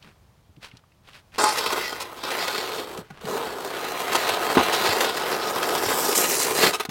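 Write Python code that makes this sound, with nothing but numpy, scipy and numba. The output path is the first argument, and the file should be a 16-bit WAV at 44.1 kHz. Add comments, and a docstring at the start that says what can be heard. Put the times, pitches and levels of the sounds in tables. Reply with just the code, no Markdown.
"""A snow shovel is set down on an icy sidewalk and pushed towards a low microphone, with one short pause.
Its edge sticks and slips on ice and grit: juddering noise that rings the scoop, rasps and fizzes.
It catches on ridges (short noise spells), skids on concrete (gliding resonances), knocks into a joint
(ringing modes) and ends in quickening hops. Boots thud and scuff, ice crumbs tick,
and house fronts return a faint echo over the filtered-noise rumble of a quiet suburb."""
import sys
import numpy as np
from scipy import signal
from scipy.fft import rfft, irfft
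from scipy.io import wavfile
from numba import njit

SR = 44100
rng = np.random.default_rng(int(sys.argv[2]) if len(sys.argv) > 2 else 0)


def persist_wave(psi):
    """Save psi, clipped to +-1, as 16-bit WAV."""
    counts = np.round(np.clip(psi, -1, 1) * 32767).astype(np.int16)
    wavfile.write(sys.argv[1], SR, np.atleast_2d(counts).T)


N = 304686
T = np.arange(N) / SR  # time of every sample [s]
TOP_HZ = 15950  # upper limit of the sound


def undb(db):
    """Turn decibels into a gain."""
    return 10 ** (np.asarray(db) / 20)


def unit(x):
    """Scale a signal to a standard deviation of 1."""
    return x / np.std(x)


def curve(rows):
    """Join (time [s], value) points by straight lines."""
    return np.interp(T, *np.transpose(rows))


def swell(start, length):
    """A smooth rise and fall between 0 and 1."""
    return np.sin(np.pi * np.clip((T - start) / length, 0, 1))


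def walk(rate):
    """Smooth chance: straight lines between random points, `rate` points a second, spread near 1."""
    knots = rng.standard_normal(8192)
    return 1.2 * np.interp(T * rate, np.arange(len(knots)), knots)


def colour(x, points, size=2048):
    """Filter through (frequency [Hz], level [dB]) points, without echo ahead; white noise keeps its power."""
    hz, db = np.transpose(points)
    f = np.maximum(np.fft.rfftfreq(2 * size, 1 / SR), 1)
    log_gain = np.log(undb(np.interp(np.log(f), np.log(hz), db)))
    # folding the cepstrum forward makes the filter respond as early as it can
    cepstrum = irfft(log_gain)
    cepstrum[1:size] *= 2
    cepstrum[size + 1:] = 0
    response = irfft(np.exp(rfft(cepstrum)))[:size]
    return signal.oaconvolve(x, response / np.linalg.norm(response))[:N]


def resonate(x, hz, width):
    """A fixed resonance, gain 1 at its centre."""
    return signal.lfilter(*signal.iirpeak(hz, hz / width, fs=SR), x)


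@njit
def sweep(x, hz, width):
    """State-variable filter with a moving centre: low-pass and band-pass outputs."""
    low, band = np.empty(len(x)), np.empty(len(x))
    band_state, low_state = 0., 0.
    for i in range(len(x)):
        g = np.tan(np.pi * min(hz[i], .45 * SR) / SR)
        k = width / hz[i]
        v = (band_state + g * (x[i] - low_state)) / (1 + g * (g + k))
        low[i] = low_state + g * v
        band[i] = k * v
        band_state = 2 * v - band_state
        low_state = 2 * low[i] - low_state
    return low, band


def grit(rate, spread_db, smooth):
    """Tiny fractures of very unequal size, `rate` a second, over a smooth rub; spread 1."""
    size = undb(spread_db * np.minimum(rng.exponential(size=N), 5))
    cracks = (rng.random(N) < rate / SR) * size * rng.choice([-1, 1], N)
    return unit(unit(cracks) + smooth * rng.standard_normal(N))


def slips(rate=110, relax=0.0018):
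    """An edge or sole lets go at uneven moments: each slip jumps up and dies away; spread near 1."""
    jumps = (rng.random(N) < rate / SR) * rng.uniform(0.55, 1, N)
    surge = signal.lfilter([1], [1, -np.exp(-1 / (relax * SR))], jumps)
    return np.minimum(unit(surge - surge.mean()), 3)


def shimmer(x, ring=0.0045, depth=0.5, count=3, size=768):
    """The blade's crowded upper modes colour the sound; the mix shifts as the contact point moves."""
    out = x
    for _ in range(count):
        modes = rng.standard_normal(size) * np.exp(-T[:size] / ring)
        rung = signal.oaconvolve(x, modes / np.linalg.norm(modes))[:N]
        out = out + depth * np.tanh(walk(12)) * rung
    return unit(out) * np.std(x)


# tone of the distant streets: (frequency [Hz], relative level [dB])
SUBURB_TONE = [(25, -33), (45, -2), (90, 0.5), (155, -3), (250, -15.5), (500, -16), (950, -17), (1570, -24),
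               (4900, -28.5), (7700, -34), (15500, -37)]
SUBURB_DB = -57.5


def suburb():
    """A faint rumble of distant streets: filtered noise that slowly swells."""
    return undb(SUBURB_DB + 1.8 * walk(1.24)) * colour(rng.standard_normal(N), SUBURB_TONE)


def house_fronts(x, t60=1.0, echo_db=-27):
    """A weak, dull echo of fading noise after 30 ms; the snow swallows the rest."""
    t = T[:SR // 2]
    tail = rng.standard_normal(len(t)) * np.exp(-np.log(1000) * t / t60) * (t > .03)
    tail = signal.lfilter(*signal.butter(1, 3000, fs=SR), tail / np.linalg.norm(tail))
    return undb(echo_db) * signal.oaconvolve(x, tail)[:N]


# crumbs of ice tick underfoot: (time [s], level [dB], pitch [Hz])
CRUMB_TICKS = [(0.026, -40.5, 3120), (.087, -57, 2500), (.564, -53, 3200), (.714, -42.5, 2270),
               (.77, -43.5, 4380), (.838, -51, 990), (.919, -54, 2400), (1.074, -47, 3000),
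               (1.133, -44, 2600), (1.32, -52, 2200)]
TICK_DECAY_S, TICK_Q = 0.0043, 1.6  # Q is the sharpness of each of the two filters in a row


def ticks():
    """Each crumb of ice cracks as fading noise in one broad resonance of its own."""
    out, t = np.zeros(N), T[:SR // 10]
    for start, db, hz in CRUMB_TICKS:
        width = hz / TICK_Q
        noise = rng.standard_normal(len(t))
        crack = unit(resonate(resonate(noise, hz, width), hz, width))
        crack = crack * np.exp(-t / TICK_DECAY_S)
        out += undb(db) * np.interp(T - start, t, crack, left=0, right=0)
    return out


# tone of brushed snow: (frequency [Hz], relative level [dB])
SCUFF_TONE = [(100, 5), (350, 2.5), (800, 2.5), (1500, 5), (2300, -1.5), (3300, -2), (4500, -2.5),
              (7000, -12), (9500, -14), (15500, -22)]
# soles and the lifted blade brush the snow: (time [s], level [dB], length [s], treble tilt [dB])
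SNOW_SCUFFS = [(0, -51.5, .14, -4), (0.601, -48, .11, 6), (0.624, -46, 0.037, 3), (0.695, -57.5, 0.12, -4),
               (1.027, -55, 0.2, 8), (1.068, -49, 0.032, -9), (1.122, -53, 0.095, 1),
               (1.318, -46, .09, 0.5), (2.974, -54.5, .1, -20), (3.005, -58, 0.2, -5),
               (3.114, -49, 0.15, -13)]


def scuffs(split_hz=1140, slip_db=2.0, creak_hz=2600, creak_width_hz=900, creak_db=0):
    """A brush swells and fades as a spell of fine grit; the cold snow creaks in one broad resonance."""
    force = colour(grit(rate=1600, spread_db=3.0, smooth=0.67), SCUFF_TONE)
    force = force * undb(slip_db * slips(rate=150))
    force = unit(force + undb(creak_db) * resonate(force, creak_hz, creak_width_hz))
    low = signal.lfilter(*signal.butter(1, split_hz, fs=SR), force)
    out = 0
    for start, db, length, tilt_db in SNOW_SCUFFS:
        gain = undb(db) / np.sqrt((1 + undb(2 * tilt_db)) / 2)
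        out = out + gain * swell(start, length) * (low + undb(tilt_db) * (force - low))
    return out


# boots land, and at 3.103 s the lifted blade knocks down in the pause: (time [s], level [dB], starting pitch
# [Hz])
BOOT_STEPS = [(0.049, -46, 201), (0.072, -46, 99), (0.491, -48, 104), (0.571, -45, 150), (0.736, -42, 148),
              (2.986, -34.5, 204), (3.103, -36.5, 190), (3.243, -32, 190), (3.47, -44, 80),
              (4.31, -38, 124), (4.585, -31, 95), (4.89, -34, 116), (5.862, -37, 126)]
STEP_DECAY_S = 0.018


def boots(rise=0.0025, sag=0.31, thud_db=3, crush_db=-4, crush_hz=300, crush_s=0.017):
    """Each footfall is a dull thud that sinks in pitch, with the low crunch of packed snow."""
    out = np.zeros(N)
    band = signal.butter(2, [80, crush_hz], "band", fs=SR, output="sos")
    crush = unit(signal.sosfilt(band, rng.standard_normal(N)))
    for start, db, hz in BOOT_STEPS:
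        span = slice(int(start * SR), int((start + 10 * crush_s) * SR))
        t = np.maximum(T[span] - start, 0)
        fade = np.exp(-t / STEP_DECAY_S)
        turns = np.cumsum(hz * (1 - sag * (1 - fade))) / SR
        thud = undb(thud_db) * fade * np.sin(2 * np.pi * turns)
        crunch = undb(crush_db) * np.exp(-t / crush_s) * crush[span]
        out[span] += undb(db) * (1 - np.exp(-t / rise)) * (thud + crunch)
    return out


LANDING_S, LANDING_LENGTH_S, LANDING_HZ, LANDING_DB = 1.39, .14, 845, -20


def landing(waver_hz=12, flutter_db=2.0):
    """Set down empty, the scoop sings: friction keeps one mode going unsteadily for a moment."""
    phase = np.cumsum(LANDING_HZ + waver_hz * walk(60)) / SR
    level = undb(LANDING_DB + flutter_db * walk(70))
    return level * swell(LANDING_S, LANDING_LENGTH_S) * np.sin(2 * np.pi * phase)


# ways the scoop can ring: (frequency [Hz], width [Hz], level over the broad response [dB])
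RING_MODES = [(188, 25, -13), (271, 15, -9), (378.4, 17, -6), (441.3, 32, -4.5), (717, 31, 0),
              (778, 17, -4), (848, 8.2, 2.5), (925, 11, 0), (1035.5, 44, 1), (1252, 27, 5.5),
              (1448, 20, 7.5), (1532, 20, 2), (1950, 54, -3), (2460, 20, -22), (2610, 17, -11.5),
              (2654, 26, -3.5), (3200, 39, -6), (4590, 27, -9)]
# heavy blows shove the whole scoop: (time [s], peak level [dB], contact time [s])
BLOWS = [(4.570, -3, .0016), (4.574, -12, .0015), (6.635, -17, .003), (6.664, -16, .003),
         (6.888, -24, .004)]


def knocks(t60=0.069):
    """A blow is a short push that flexes the scoop in its modes, damped by the snow."""
    out, t = np.zeros(N), T[:SR // 4]
    ring = sum(undb(db) * np.sin(2 * np.pi * hz * t) / hz for hz, _, db in RING_MODES)
    ring = ring * np.exp(-np.log(1000) * t / t60)
    ring = signal.lfilter(*signal.butter(2, 330, "high", fs=SR), ring)  # slow flexing radiates little
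    for start, db, contact in BLOWS:
        push = np.sin(np.pi * np.minimum(t / contact, 1))
        blow = signal.fftconvolve(ring, push)[:len(t)]
        out += undb(db) * np.interp(T - start, t, blow / np.abs(blow).max(), left=0, right=0)
    return out


# four pushes, each a list of: (time [s], push level [dB], bite: edge rasp against scoop [dB])
PUSH_STROKES = [
    [(1.387, -20, -7), (1.46, -21, -5), (1.53, -31, 1.5), (1.59, -29, 1.5), (1.78, -29, -3), (1.87, -37, 6),
     (1.93, -37, -0.5), (2.11, -41, -4), (2.215, -39, 1)],
    [(2.235, -30.5, -1), (2.4, -30.5, 1), (2.6, -34.5, 2.5), (2.8, -34.5, -2), (2.87, -41.5, -2.5),
     (2.99, -39, -8)],
    [(3.212, -46.5, -3.5), (3.33, -29, -6), (3.58, -36.5, -5), (3.8, -32.5, -1.5), (4.1, -31.5, 0),
     (4.2, -28.5, 4), (4.5, -27.5, -2.5), (4.76, -27.5, 2), (5.06, -25, -2.5)],
    [(5.1, -30.5, 0), (5.35, -27.5, -2.5), (5.66, -28, -4.5), (5.9, -26, -2), (6.4, -31.5, 3),
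     (6.55, -30.5, -2), (6.62, -22, 2), (6.69, -27.5, 2.5)],
]
# how fast each push dies away, one value a push: (fade time [s])
PUSH_FADES = [0.086, 0.025, 0.075, 0.031]
PUSH_ATTACK_S = .003


def effort():
    """Each push starts abruptly, follows its effort and dies away when the arms ease off."""
    out = np.zeros(N)
    for rows, release_s in zip(PUSH_STROKES, PUSH_FADES):
        times, db, _ = np.transpose(rows)
        attack = np.clip((T - times[0]) / PUSH_ATTACK_S + 1, 0, 1)
        release = np.exp(-np.maximum(T - times[-1], 0) / release_s)
        out = np.maximum(out, attack * release * undb(np.interp(T, times, db)))
    return out


# the edge skates over bare concrete: (time [s], level [dB], rise [s], hold [s], fall [s],
# upper resonance [Hz], glide [octaves per s])
CONCRETE_SKIDS = [(1.425, -31, 0.042, 0.019, .06, 7900, 2.5), (1.517, -35, 0.025, .05, .03, 10100, 2),
                  (5.986, -29.5, 0.078, 0.07, .09, 13300, -2.5),
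                  (6.152, -17, 0.0017, .05, 0.036, 10900, 0.6), (6.36, -28, 0.088, 0.033, 0.17, 9700, -0.7)]
SKID_NEEDS_DB = -33  # below this push level the skid gets quieter
SKID_SLIP_DB = 2.4


def skate():
    """On bare concrete the edge sings in two broad resonances; the upper one glides with the blade angle."""
    force = shimmer(grit(rate=3800, spread_db=3.5, smooth=0.72), ring=0.0068, depth=0.99)
    force = force * undb(SKID_SLIP_DB * slips())
    edge = unit(resonate(resonate(force, 8150, 3100), 5840, 4700))
    out = 0
    for start, db, rise, hold, fall, hz, octaves_per_s in CONCRETE_SKIDS:
        t = T - start
        shape = np.exp(np.minimum(t, 0) / rise - np.maximum(t - hold, 0) / fall)
        centre = np.clip(hz * 2 ** (octaves_per_s * t), hz / 2, TOP_HZ)
        _, band = sweep(force, centre, 2300.0)
        out = out + undb(db) * shape * (0.69 * edge + 0.5 * unit(band))
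    return out * np.minimum(effort() / undb(SKID_NEEDS_DB), 1)


# the blade hops to the end of the last push, each hop sooner, shorter and weaker
HOP_START_S, HOP_GAP_S, HOP_GAP_RATIO = 6.731, .066, .8
HOP_DB, HOP_LOSS_DB, HOP_CONTACT_S, HOP_CONTACT_RATIO, HOP_TILT_DB = -23, .8, 0.024, 0.51, 8
DRAG_DB, DRAG_S = -38, 0.14  # it still drags lightly through the first hops


def hops(count=4):
    """The contacts of the hopping blade, as rows like those of the catches."""
    rows = [(HOP_START_S - HOP_GAP_S / 2, DRAG_DB, DRAG_S, HOP_TILT_DB)]
    start = HOP_START_S
    for k in range(count):
        contact = HOP_CONTACT_S * HOP_CONTACT_RATIO ** k
        rows.append((start, HOP_DB - k * HOP_LOSS_DB, contact, HOP_TILT_DB))
        start += HOP_GAP_S * HOP_GAP_RATIO ** k
    return rows


# lesser ridges, at most as loud as the push
RIDGES_PER_S, RIDGE_LOUDEST_DB, RIDGE_SCATTER_DB, RIDGE_S = 9, 0, 0.5, 0.0065


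def ridges(count=90):
    """Lesser ridges come at random moments, nearly as strong as the push that meets them."""
    push, rows, start = effort(), [], PUSH_STROKES[0][0][0]
    for gap, strength, tilt in rng.uniform(-1, 1, (count, 3)):
        start += (1 + gap) / RIDGES_PER_S
        if start < HOP_START_S:
            push_db = 20 * np.log10(push[int(start * SR)] + 1e-9)
            db = push_db + RIDGE_LOUDEST_DB - RIDGE_SCATTER_DB * abs(strength)
            rows.append((start, db, RIDGE_S, 6 * tilt))
    return rows


def bursts(rows, rise, fall, split_hz, grains=5000):
    """Short spells of crushed grit; the tilt lifts their treble."""
    bass, treble = np.zeros(N), np.zeros(N)
    for start, db, length, tilt_db in rows:
        span = slice(max(int(start * SR), 0), int((start + length + 10 * fall) * SR))
        t = np.maximum(T[span] - start, 0)
        shape = (1 - np.exp(-t / rise)) * np.exp(-np.maximum(t - length, 0) / fall)
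        shape = shape * undb(db) / np.sqrt((1 + undb(2 * tilt_db)) / 2)
        bass[span] += shape
        treble[span] += shape * undb(tilt_db)
    force = grit(rate=grains, spread_db=4.5, smooth=0.53)
    low = signal.lfilter(*signal.butter(1, split_hz, fs=SR), force)
    return low * bass + (force - low) * treble


# tone of crushed ice: (frequency [Hz], relative level [dB])
CATCH_TONE = [(80, -40), (200, -5), (400, 6), (650, 4.5), (900, 4), (1450, -1.5), (1700, -3.5), (3000, -3),
              (4200, -6.5), (6000, -10.5), (10000, -15), (15500, -20)]
# the edge catches on a ridge: (time [s], level [dB], length [s], treble tilt [dB])
RIDGE_CATCHES = [(1.381, -17, 0.0025, -4), (1.399, -24, 0.0052, 6), (1.436, -16.5, 0.0058, -4),
                 (1.578, -22.5, .014, 17), (1.659, -20.5, 0.0085, 10), (1.721, -18, 0.013, 2.5),
                 (1.758, -24, 0.021, -5), (1.922, -27, 0.0081, -4), (2.000, -29, 0.029, 16),
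                 (2.304, -23, 0.016, 1), (2.476, -23, 0.0065, 4), (3.102, -39, 0.007, -7),
                 (3.21, -42, 0.0067, 5), (4.149, -18, 0.015, 8), (4.289, -17.5, 0.0052, 14),
                 (4.57, -12, 0.011, -17), (4.590, -18, 0.023, -17), (4.723, -22.5, 0.025, 10),
                 (5.005, -23.5, 0.024, 8), (5.042, -18.5, .007, 4), (5.9, -26, .03, -14),
                 (6.621, -23, 0.032, 13), (6.663, -17, 0.0088, 20)]
# a grain of grit snaps under the edge: (time [s], level [dB])
GRIT_SNAPS = [(2.974, -30.5), (3.252, -32), (4.129, -17), (4.889, -23), (5.627, -21), (5.688, -21.5),
              (5.75, -19.5), (6.124, -22), (6.153, -20.5)]
SNAP_S, SNAP_TILT_DB, CATCH_SHIMMER = .004, 24, .6


def catches():
    """Ridges, snapping grit and hops each crush a short spell of ice under the edge."""
    snaps = [(start, db, SNAP_S, SNAP_TILT_DB) for start, db in GRIT_SNAPS]
    rows = RIDGE_CATCHES + ridges() + snaps + hops()
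    crush = bursts(rows, rise=0.00085, fall=0.0041, split_hz=1300)
    return colour(shimmer(crush, depth=CATCH_SHIMMER), CATCH_TONE)


# while nearly empty the scoop has hollows between its modes: (frequency [Hz], width [Hz], depth [0-1])
EMPTY_HOLLOWS = [(708, 150, 0.64), (1686, 99, 1), (2920, 580, 0.3)]
FILLS_S, FILL_TIME_S = 2.4, .25  # middle and pace of the filling


def hollow(x):
    """The hollows, cut out of the scoop's sound, close as snow fills the scoop."""
    empty = (1 - np.tanh((T - FILLS_S) / FILL_TIME_S)) / 2
    for hz, width, depth in EMPTY_HOLLOWS:
        x = x - empty * min(depth, 1) * resonate(x, hz, width)
    return x


# snow heaped in the scoop makes it drone: (time [s], drone against scoop [dB])
SNOW_LOAD = [(1.45, -5.5), (1.8, -3.5), (2.5, -2), (2.9, 4), (3.6, 1.5), (4.3, -2.5), (6.6, 2.5)]


def scoop(force, wander_db=4, damping=0.76):
    """The scoop rings, freest when empty; each mode swells and fades as the contact moves along the edge."""
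    free_db = -damping * (curve(SNOW_LOAD) + 3)
    rings = 0
    for hz, width, db in RING_MODES:
        upper = hz > 600  # snow damps only the upper modes
        gain = undb(db + wander_db * np.tanh(walk(7.0)) + free_db * upper)
        rings = rings + gain * resonate(force, hz, width)
    return undb(-1.5) * (force + rings)


# the blade angle sets where the rasp ends: (time [s], corner [Hz])
BLADE_ANGLE = [(1.4, 5560), (2.35, 4880), (2.8, 4180), (4.2, 3840), (5.5, 5500), (6.1, 6140), (6.4, 4320)]
# tones of scoop, edge, breaking ice and heaped snow, each: (frequency [Hz], relative level [dB])
SCOOP_TONE = [(200, -47.5), (430, -11.5), (600, 6), (900, 4.5), (1350, 1.5), (1520, -4), (1700, -1.5),
              (2300, -40.5), (5000, -64)]
RASP_TONE = [(700, -29), (1400, -12.5), (1850, 2), (2300, 1), (3000, -0.5), (4000, -1), (6000, -3),
             (12000, 3)]
FIZZ_TONE = [(2500, -17.5), (4500, 11), (6300, 7), (8000, 6.5), (10500, 1), (13000, 4.5), (15500, 0)]
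SNOW_TONE = [(35, -33.5), (70, -25.5), (130, -13.5), (200, -9.5), (280, -5.5), (390, 3), (500, 1.5),
             (650, -17), (1200, -34)]
FIZZ_DB, FIZZ_PER_BITE = -6.5, 0.76  # breaking ice; it follows the bite of the edge
PASSES_S, APPROACH_S, NEAR_FIZZ_DB = 6.19, 0.4, 9.5  # the fizz gains level while the blade is close
DIGS_IN_S, DIG_TIME_S, SKIM_FIZZ_DB = 1.53, .03, -22  # at first the edge only skims and breaks little ice
CORNER_DB, CORNER_PER_LOAD = -13.5, 1  # the resonance at the rasp's corner grows with the load


def scrape(slip_db=2.0, judder_db=0.79, flicker_db=1.5):
    """The sliding edge sticks and slips: one juddering pressure drives scoop, snow, edge and breaking ice."""
    bite_db = curve([(time, bite) for rows in PUSH_STROKES for time, _, bite in rows])
    corner, heap_db = curve(BLADE_ANGLE), curve(SNOW_LOAD)
    nearness = 1 / (1 + ((T - PASSES_S) / APPROACH_S) ** 4)
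    skims = (1 - np.tanh((T - DIGS_IN_S) / DIG_TIME_S)) / 2
    fizz_db = FIZZ_DB + FIZZ_PER_BITE * bite_db + NEAR_FIZZ_DB * nearness + SKIM_FIZZ_DB * skims

    pressure = undb(slip_db * slips() + judder_db * walk(60))
    force = unit(grit(rate=3000, spread_db=2.0, smooth=0.96) * pressure)
    body = colour(force, SCOOP_TONE) + undb(heap_db - 2.0) * colour(force, SNOW_TONE)
    crunch = shimmer(force)

    # two low-passes end the rasp at the corner, and a narrower peak stands there
    low, _ = sweep(colour(crunch, RASP_TONE), corner, 4040.0)
    low, _ = sweep(low, corner, 4040.0)
    _, peak = sweep(low, corner, 810.0)
    rasp = unit(low + 2 * undb(CORNER_DB + CORNER_PER_LOAD * heap_db) * peak)
    rasp = rasp * undb(flicker_db * walk(35))
    fizz = unit(colour(crunch, FIZZ_TONE)) * undb(flicker_db * walk(35))
    return effort() * (undb(-1.0) * body + undb(bite_db + 0.58) * rasp + undb(fizz_db) * fizz)


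def scene():
    """Shovel and boots in the open street, with the echo and the suburb behind."""
    shovel = hollow(scoop(scrape() + catches())) + landing() + skate() + knocks()
    near = shovel + boots() + scuffs() + ticks()
    return (near + house_fronts(near) + suburb())[None]


def record(dry):
    """Round off the highest peaks and cut what lies above the top frequency."""
    rounded = np.tanh(.6 * dry) / .6
    return signal.sosfiltfilt(signal.ellip(8, .05, 60, TOP_HZ, fs=SR, output="sos"), rounded)


dry = scene()
out = record(dry)
persist_wave(out)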